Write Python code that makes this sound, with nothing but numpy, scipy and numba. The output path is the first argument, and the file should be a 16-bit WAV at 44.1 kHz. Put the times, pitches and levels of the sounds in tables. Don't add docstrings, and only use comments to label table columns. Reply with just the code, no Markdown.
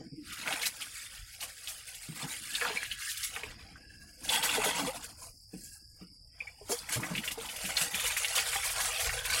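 import sys
import numpy as np
from scipy import signal
from scipy.fft import rfft, irfft, next_fast_len
from scipy.io import wavfile
from scipy.ndimage import uniform_filter1d
from numba import njit

SR = 44100
rng = np.random.default_rng(int(sys.argv[2]) if len(sys.argv) > 2 else 0)


def store_pcm(level_fs):
    pcm = np.round(np.clip(level_fs, -1, 1) * 32767).astype(np.int16)
    wavfile.write(sys.argv[1], SR, np.atleast_2d(pcm).T)


N = 414540

# start in seconds, level in dB before the ring builds up, pitch in Hz.
KNOCK_ROWS = [(0.009, -33, 322), (2.088, -28, 160), (2.231, -28, 150.7), (2.616, -27, 480),
              (2.62, -25.5, 1042), (2.7, -28, 426), (3.362, -41, 441), (3.429, -33, 425),
              (4.32, -24.5, 886), (4.372, -20, 809), (4.499, -24.5, 868), (4.578, -17, 431),
              (4.658, -20, 422), (5.532, -31, 185), (5.535, -32, 300), (6.013, -33, 184), (6.61, -36, 407),
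              (6.696, -17.5, 402), (6.72, -21, 480), (6.96, -18.5, 113), (6.962, -26, 600),
              (7.105, -24, 174), (7.108, -28, 600), (7.376, -25, 450), (7.641, -30, 190), (7.81, -33, 160),
              (7.935, -33, 191), (8.554, -20, 794)]


def water():
    # time in seconds, then levels in dB of small bubbles, spray,
    # large bubbles and the booming plastic.
    flow = [(0.0, -56, -76, -62, -41), (0.1, -74, -73, -78, -53), (0.2, -66, -66, -80, -53),
            (0.3, -45, -49, -70, -58), (0.62, -42, -44, -53, -62), (0.75, -49, -47, -63, -69),
            (1.3, -54, -54, -75, -82), (2.0, -53, -49, -66, -80), (2.4, -48, -47, -68, -61),
            (2.8, -48, -52, -66, -67), (3.0, -47, -48, -80, -77), (3.25, -48, -48, -88, -82),
            (3.5, -55, -63, -62, -57), (3.74, -64, -70, -68, -62), (4.2, -70, -58, -72, -68),
            (4.3, -39, -39, -46, -54), (4.86, -39, -41, -41, -47), (4.95, -52, -50, -51, -56),
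            (5.42, -80, -62, -75, -79), (6.26, -95, -72, -77, -79), (6.6, -68, -68, -73, -77),
            (7.0, -48, -50, -48, -58), (7.31, -50, -50, -52, -58), (7.35, -58, -57, -60, -64),
            (7.41, -49, -48, -53, -58), (7.96, -39, -38.5, -47, -74), (9.4, -39, -39.5, -45, -85)]
    # crest in seconds, seconds to fall 20 dB, then crest levels
    # in dB of small bubbles, spray and large bubbles.
    waves = [(0.52, .14, -40, -48, -39), (0.665, .045, -34, -33, -46), (1.43, .08, -43, -40, -48),
             (1.7, .12, -49, -41, -57), (2.23, .12, -45, -48, -46), (2.56, .15, -39, -36, -66),
             (2.32, .07, -43, -42, -56), (2.67, .12, -34, -45, -37), (3.08, .15, -45, -43, -85),
             (3.25, .07, -39, -35, -80), (3.37, .15, -46, -50, -51), (4.32, .11, -38, -34, -44),
             (4.65, .15, -37, -38, -39), (5.04, .05, -50, -46, -60), (5.23, .14, -62, -52, -70),
             (5.55, .08, -60, -56, -65), (5.65, .14, -63, -45, -68), (6.03, .12, -61, -62, -61),
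             (6.42, .18, -58, -65, -61), (6.72, .09, -42, -34, -46), (6.94, .1, -39, -35, -50),
             (7.82, .1, -38, -35, -48), (8.38, .1, -35, -35, -44), (8.81, .12, -36, -38, -46),
             (9.33, .15, -34, -41, -46)]
    # frequency in Hz, relative level per Hz in dB.
    small_colour = [(700, -59), (1100, -7), (1400, 0.5), (2300, 3.5), (3500, 1), (5600, -7.5), (7300, -7.5),
                    (12000, -93)]
    spray_colour = [(2650, -30), (4500, -2), (5420, -4.5), (8510, 0.5), (11000, -1.5), (12300, -9),
                    (15100, -13), (16000, -8)]
    large_colour = [(250, -45), (400, -16), (480, -1), (600, 1.5), (900, 2.5), (1400, -1), (1900, -27),
                    (3000, -92.5)]
    # frequency in Hz, width in Hz, relative level in dB.
    walls = [(140, 52, 6), (180, 40, 7), (250, 120, 9), (320, 60, 10)]
    # frequency in Hz, width in Hz, relative level in dB.
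    air_column = [(920, 110, -5), (1550, 40, -6), (2000, 70, -3), (2690, 60, 3), (3320, 90, 1)]
    # time in seconds, level in dB against the small-bubble level.
    tipping = [(4.22, -42), (4.3, -4.5), (4.85, -8), (4.95, -50)]
    # crest in seconds, seconds to fall 20 dB, level in dB.
    hollow_hiss = [(2.66, .5, -46), (3.9, .35, -57), (5.65, .3, -66)]
    # frequency in Hz, width in Hz,
    # relative level in dB before squaring.
    basin = [(1663, 190, 0), (2700, 150, -3), (4040, 150, -6)]
    wave_boom_db = -13.0
    after_db, after_s, wall_top_hz = -21.0, 0.14, 350

    small_db, spray_db, large_db, boom_db = curve(flow)
    small_wave, spray_wave, large_wave = swells(waves, steeper=1.4)
    after_rows = [(s + .02, after_s, db + after_db) for s, db, hz in KNOCK_ROWS if hz < wall_top_hz]
    after = swells(after_rows, steeper=8.0)[0]

    surge = wander(14.0)
    small = swarm(small_colour, 30, 2.3, gain_of(2.4 * surge), count=24000)
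    spray_clumps = gain_of(2.6 * surge + 0.55 * wander(25))
    spray = swarm(spray_colour, 34, 0.67, spray_clumps, count=32000)
    large = swarm(large_colour, 18, 1.9, gain_of(1.8 * surge), count=6000)
    boom = through(rng.standard_normal(N) * gain_of(4 * wander(20)), walls)

    churn = np.hypot(gain_of(small_db), small_wave)
    stream = churn * small
    stream += np.hypot(gain_of(large_db), large_wave) * large
    stream += np.hypot(gain_of(spray_db), spray_wave) * spray

    bucket = churn * gain_of(curve(tipping)[0]) * through(small + large, air_column)
    ring = swells(hollow_hiss, steeper=2.5)[0] * through(small, basin, order=2)
    shake = np.hypot(gain_of(boom_db), after)
    shake = np.hypot(shake, gain_of(wave_boom_db) * large_wave)
    wash = hollows(stream, patchy_db=2.4)
    return wash + bucket + ring + shake * boom


def swarm(colour, turns, spread_db, clumps, count):
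    when, pitch, luck, long, glide = rng.random((count, 5)).T
    low_hz, top_hz = colour[1][0], colour[-1][0]
    hz = low_hz * 0.8123 * (top_hz / low_hz / 0.786) ** pitch
    cycles = turns * 3.5 ** (2 * long - 1)
    loudness = gain_of(spread_db * np.minimum(-np.log(luck + 1e-9), 5))
    size = loudness * hz / np.sqrt(cycles)
    start = (when * N).astype(np.int64)
    length = (cycles / hz * SR).astype(np.int64) + 1
    step = 2j * np.pi * hz / SR
    climb = np.exp(step * 0.14 * glide / length)
    out = ring_all(np.zeros(N + SR), start, length, np.exp(step), climb, size + 0j, cycles)
    return evened(coloured(out[:N], colour) * clumps)


@njit
def ring_all(out, start, length, step, climb, size, turns):
    for k in range(len(start)):
        pointer, turn = size[k], step[k]
        for i in range(length[k]):
            u = i / length[k]
            pointer *= turn
            turn *= climb[k]
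            rise = u * turns[k]
            out[start[k] + i] += pointer.imag * (1 - u) * (1 - u) * (1 - u) * (rise if rise < 1 else 1.)
    return out


def hollows(x, patchy_db):
    z = signal.stft(x, nperseg=512, noverlap=384)[2]
    patches = uniform_filter1d(rng.standard_normal(z.shape), size=3, axis=0)
    patches = uniform_filter1d(patches, size=36, axis=1)
    gain = gain_of(patchy_db * evened(patches))
    return signal.istft(z * evened(gain), nperseg=512, noverlap=384)[1][:N]


def splashes():
    # start in seconds, reference level in dB, bubble pitch in Hz, spray peak in dB against
    # the reference, seconds the froth takes to fall 60 dB.
    slaps = [(0.459, -28, 1390, -13, 0.11), (0.474, -23, 2610, -17, 0.04), (0.525, -23, 2810, -12, 0.051),
             (0.615, -21, 4000, -8, 0.061), (0.629, -24, 2200, -14, 0.09), (0.655, -19, 3880, -3, 0.06),
             (0.819, -21, 2850, -22, 0.03), (1.404, -30, 4240, -4, 0.067), (1.423, -25, 2880, -6, 0.059),
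             (1.674, -28, 3290, -4, 0.078), (1.945, -32, 3280, -5, 0.037), (2.55, -14, 3590, -24, 0.036),
             (2.611, -22, 1700, -15, 0.13), (2.648, -26, 1150, -16, 0.079), (2.771, -17, 2260, -43, 0.031),
             (2.846, -30, 2800, -8, 0.11), (2.913, -22, 2940, -16, 0.063), (3.089, -27, 3900, -2, 0.11),
             (3.171, -24, 3510, -8, 0.035), (3.23, -22, 5300, -6, 0.06), (3.362, -24, 1770, -18, 0.048),
             (3.433, -23, 2450, -20, 0.03), (3.755, -40, 1550, -20, 0.07), (4.29, -15, 3400, -17, 0.059),
             (4.425, -21, 3180, 0, 0.1), (4.491, -15, 2660, -21, 0.037), (4.636, -20, 2690, -3, 0.07),
             (6.403, -27, 2350, -43, 0.06), (6.470, -32, 2220, -40, 0.07), (6.69, -32, 1030, 3, 0.084),
             (6.788, -27, 4650, -29, 0.036), (6.889, -21, 2100, -8, 0.03), (6.92, -27, 2230, -4, 0.082),
             (6.997, -28, 999, -6, 0.056), (7.031, -24, 1900, -12, 0.09), (7.152, -21, 2580, -15, 0.063),
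             (7.177, -20, 2810, -16, 0.057), (7.234, -28, 2120, -3, 0.11), (7.276, -19, 2710, -15, 0.049),
             (7.308, -24, 2790, -5, 0.063), (7.454, -28, 2920, -12, 0.04), (7.487, -29, 2960, -8, 0.11),
             (7.561, -25, 2760, -5, 0.03), (7.648, -25, 2710, -4, 0.096), (7.767, -12, 4170, -15, 0.052),
             (7.773, -19, 2200, -9, 0.07), (7.812, -18, 3490, -8, 0.034), (7.944, -19, 2360, -6, 0.051),
             (7.995, -20, 2470, -8, 0.05), (8.053, -26, 2330, 1, 0.081), (8.166, -15, 2260, -7, 0.047),
             (8.246, -16, 2740, -14, 0.049), (8.351, -18, 3520, -5, 0.048), (8.383, -21, 2440, -13, 0.086),
             (8.53, -21, 2160, -6, 0.09), (8.628, -24, 2260, -2, 0.109), (8.692, -25, 2350, -3, 0.099),
             (8.798, -30, 1010, 4, 0.11), (8.991, -28, 2440, 4, 0.11), (9.092, -24, 1790, -12, 0.075),
             (9.251, -19, 2170, -7, 0.035), (9.298, -17, 2150, -10, 0.035)]
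    clear_db, blur = -9.0, 0.33
    puff_share = 0.2
    froth_width, narrower = .38, .007
    out, t = np.zeros(N), np.arange(6000) / SR
    noise = rng.standard_normal((len(slaps), 2, 6000))
    spray_band = signal.butter(2, [5000, 13000], "band", fs=SR)
    puffs = evened(signal.lfilter(*spray_band, noise[:, 1]))
    for (s, db, hz, spray_db, t60), hiss, puff in zip(slaps, noise[:, 0], puffs):
        fall = gain_of(db - 60 * t / t60)
        u = t / (puff_share * t60)
        puff = puff * (u * np.exp(1 - u)) ** 2
        wide = np.clip(froth_width + narrower * spray_db, .05, .5)
        froth_band = signal.butter(2, [hz * (1 - wide), hz * (1 + wide)], "band", fs=SR)
        froth = evened(signal.lfilter(*froth_band, hiss))
        add(out, s, gain_of(db - 18) * np.exp(-t / .001) * froth)
        add(out, s, gain_of(-7.5) * fall * (1 - np.exp(-t / .003)) * froth)
        add(out, s, gain_of(db + spray_db) * puff / abs(puff).max())
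        clear = bubble(hz, t60 * .8, .15, .004)
        add(out, s, gain_of(db + clear_db - blur * spray_db) * clear)
    return out


def drops():
    # start in seconds, level in dB before the trim below, pitch in Hz.
    smacks = [(0.475, -20, 2120), (0.481, -20, 2250), (0.526, -19, 3030), (0.67, -16, 4090),
              (1.674, -25, 3480), (2.612, -19, 2260), (2.652, -20, 1630), (2.831, -21, 1910),
              (2.914, -24, 3190), (3.117, -24, 3280), (3.363, -23, 2510), (3.435, -25, 2190),
              (7.152, -22, 2400), (7.278, -23, 3070), (7.768, -16, 4030), (7.813, -21, 2800),
              (7.945, -17, 2950), (8.168, -20, 2280), (8.247, -17, 2750), (8.284, -21, 5180),
              (8.561, -20, 2010), (9.093, -22, 2130)]
    turns_to_crest, trim_db = 0.8, -1.5
    out, t = np.zeros(N), np.arange(400) / SR
    for s, db, hz in smacks:
        u = t * hz / turns_to_crest
        add(out, s, gain_of(db + trim_db) * np.sin(2 * np.pi * hz * t) * u * np.exp(1 - u))
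    return out


def knocks():
    ring_s, duller = 0.075, 0.3
    out, t = np.zeros(N), np.arange(6000) / SR
    for s, db, hz in KNOCK_ROWS:
        t60 = ring_s * (400 / hz) ** duller
        thump_band = signal.butter(2, [hz * 0.6, hz * 1.8], "band", fs=SR)
        thump = evened(signal.lfilter(*thump_band, rng.standard_normal(6000)))
        thump *= gain_of(-60 * t / t60) * (1 - np.exp(-t / 0.0021))
        add(out, s, gain_of(db - 16.0) * thump)
        add(out, s, gain_of(db) * bubble(hz, t60, 0.016, 0.013))
        add(out, s, gain_of(db - 10) * bubble(hz * 1.45, t60 * 0.52, .03, 0.0018))
    return out


def gulps():
    # start in seconds, length in seconds, peak in dB before the waver, first and last pitch in Hz.
    pockets = [(0.16, .075, -39, 320, 255), (3.06, .06, -40, 1800, 1850), (4.72, .09, -35, 945, 970),
               (4.77, .14, -36, 290, 225), (4.86, .06, -35, 480, 610)]
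    out, waver = np.zeros(N), gain_of(2.5 * wander(30))
    for s, length, db, first_hz, last_hz in pockets:
        u = np.arange(0, length, 1 / SR) / length
        hz = first_hz + (last_hz - first_hz) * u ** 2
        tone = np.sin(2 * np.pi * np.cumsum(hz) / SR)
        add(out, s, gain_of(db) * np.sin(np.pi * u) ** 2 * tone)
    return out * waver


def kitchen(x, t60=0.091):
    at = np.arange(120, 12000, 20)
    taps = np.zeros(12020)
    place = at + rng.integers(0, 20, len(at))
    taps[place] = rng.choice([-1., 1.], len(at)) * gain_of(-60 * at / SR / t60)
    return signal.oaconvolve(x, taps / np.linalg.norm(taps))[:N]


def night():
    # frequency in Hz, relative level per Hz in dB.
    cricket_colour = [(2530, -65), (4400, -40), (4690, 7), (5460, 2.5), (5520, -16.5), (5600, -17),
                      (7280, -53), (12300, -120)]
    air_colour = [(53, -31.5), (90, 28.5), (233, -24.5), (289, -58), (367, -11.5), (910, -46),
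                  (4130, -45.5), (5130, -11), (15800, -17.5)]
    rumble_colour = [(15, -28.5), (43, -10), (120, -19), (160, -27), (260, -120)]
    # time in seconds, level in dB before the lumps.
    rumble = [(0.0, -67), (3.1, -62), (3.45, -57), (6.2, -63), (7.0, -59), (9.4, -53)]
    # crest in seconds, seconds to fall 20 dB, level in dB.
    bumps = [(1.21, .15, -50), (9.08, .18, -40), (9.31, .1, -48)]
    noise = rng.standard_normal((3, N))
    cricket_db = -60.5 + 1.5 * wander(60) + 0.66 * wander(1.8)
    crickets = gain_of(cricket_db) * coloured(noise[0], cricket_colour)
    air = gain_of(-70.5) * coloured(noise[1], air_colour)
    lumps = gain_of(curve(rumble)[0] + 2.5 * wander(6.0))
    level = np.hypot(lumps, swells(bumps, steeper=2.5)[0])
    return crickets + air + level * coloured(noise[2], rumble_colour)


def bubble(hz, t60, glide, rise=0.0024):
    t = np.arange(round(t60 * SR) + 8) / SR
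    phase = 2 * np.pi * hz * (t + glide * t ** 2 / (2 * t60))
    return np.sin(phase) * gain_of(-60 * t / t60) * (1 - np.exp(-t / rise))


def swells(rows, steeper):
    t = np.arange(0, N / SR + .01, .002)
    s, fall, *levels = np.transpose(rows)[:, :, None]
    shape_db = -20 * np.maximum(t - s, steeper * (s - t)) / fall
    sums = [np.linalg.norm(gain_of(db + shape_db), axis=0) for db in levels]
    return [np.interp(np.arange(N) / SR, t, total) for total in sums]


def wander(per_s):
    low_pass = signal.butter(2, per_s, fs=SR / 32)
    steps = signal.lfilter(*low_pass, rng.standard_normal(N // 32 + 1))
    return evened(np.interp(np.arange(N) / 32, np.arange(len(steps)), steps))


def curve(rows):
    s, *columns = np.transpose(rows)
    return [np.interp(np.arange(N) / SR, s, c) for c in columns]


def coloured(x, points):
    f, db = np.transpose(points)
    return filtered(x, lambda hz: gain_of(np.interp(np.log(hz + 1), np.log(f + 1), db)))


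def through(x, modes, order=1):
    def gain(hz):
        peaks = sum(gain_of(db) / (1 + (2 * (hz - f) / w) ** 2) for f, w, db in modes)
        return peaks ** order
    return filtered(x, gain)


def filtered(x, gain):
    size = next_fast_len(N)
    spectrum = rfft(x, size) * gain(np.fft.rfftfreq(size, 1 / SR))
    return evened(irfft(spectrum, size)[:N])


def add(mix, s, sound):
    part = mix[max(round(s * SR), 0):][:len(sound)]
    part += sound[:len(part)]


def gain_of(db):
    return np.exp(np.asarray(db) * np.log(10) / 20)


def evened(x):
    return x / np.sqrt(np.mean(x ** 2) + 1e-20)


def scene():
    near = water() + splashes() + drops() + knocks() + gulps()
    return (near + gain_of(-8.0) * kitchen(near) + night())[None]


def record(dry):
    # frequency in Hz, power in dB.
    fade_level = [(150, -92), (350, -94.5), (900, -76), (2200, -90), (3900, -78), (4600, -95), (6600, -88),
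                  (7600, -98)]
    edge_hz = 15900
    hz, _, z = signal.stft(dry[0], SR, nperseg=1024, noverlap=768)
    power = uniform_filter1d(abs(z) ** 2, size=15, axis=1)
    power_db = 10 * np.log10(abs(power) + 1e-18)
    fade_db = np.interp(hz, *np.transpose(fade_level))[:, None]
    under_db = np.clip(fade_db - power_db, 0, 15)
    kept = signal.istft(z * gain_of(-1.8 * under_db), nperseg=1024, noverlap=768)[1][None, :N]
    low_pass = signal.firwin(1023, edge_hz, window=("kaiser", 10), fs=SR)
    return signal.oaconvolve(kept, low_pass[None], "same")


dry = scene()
out = record(dry)
store_pcm(out)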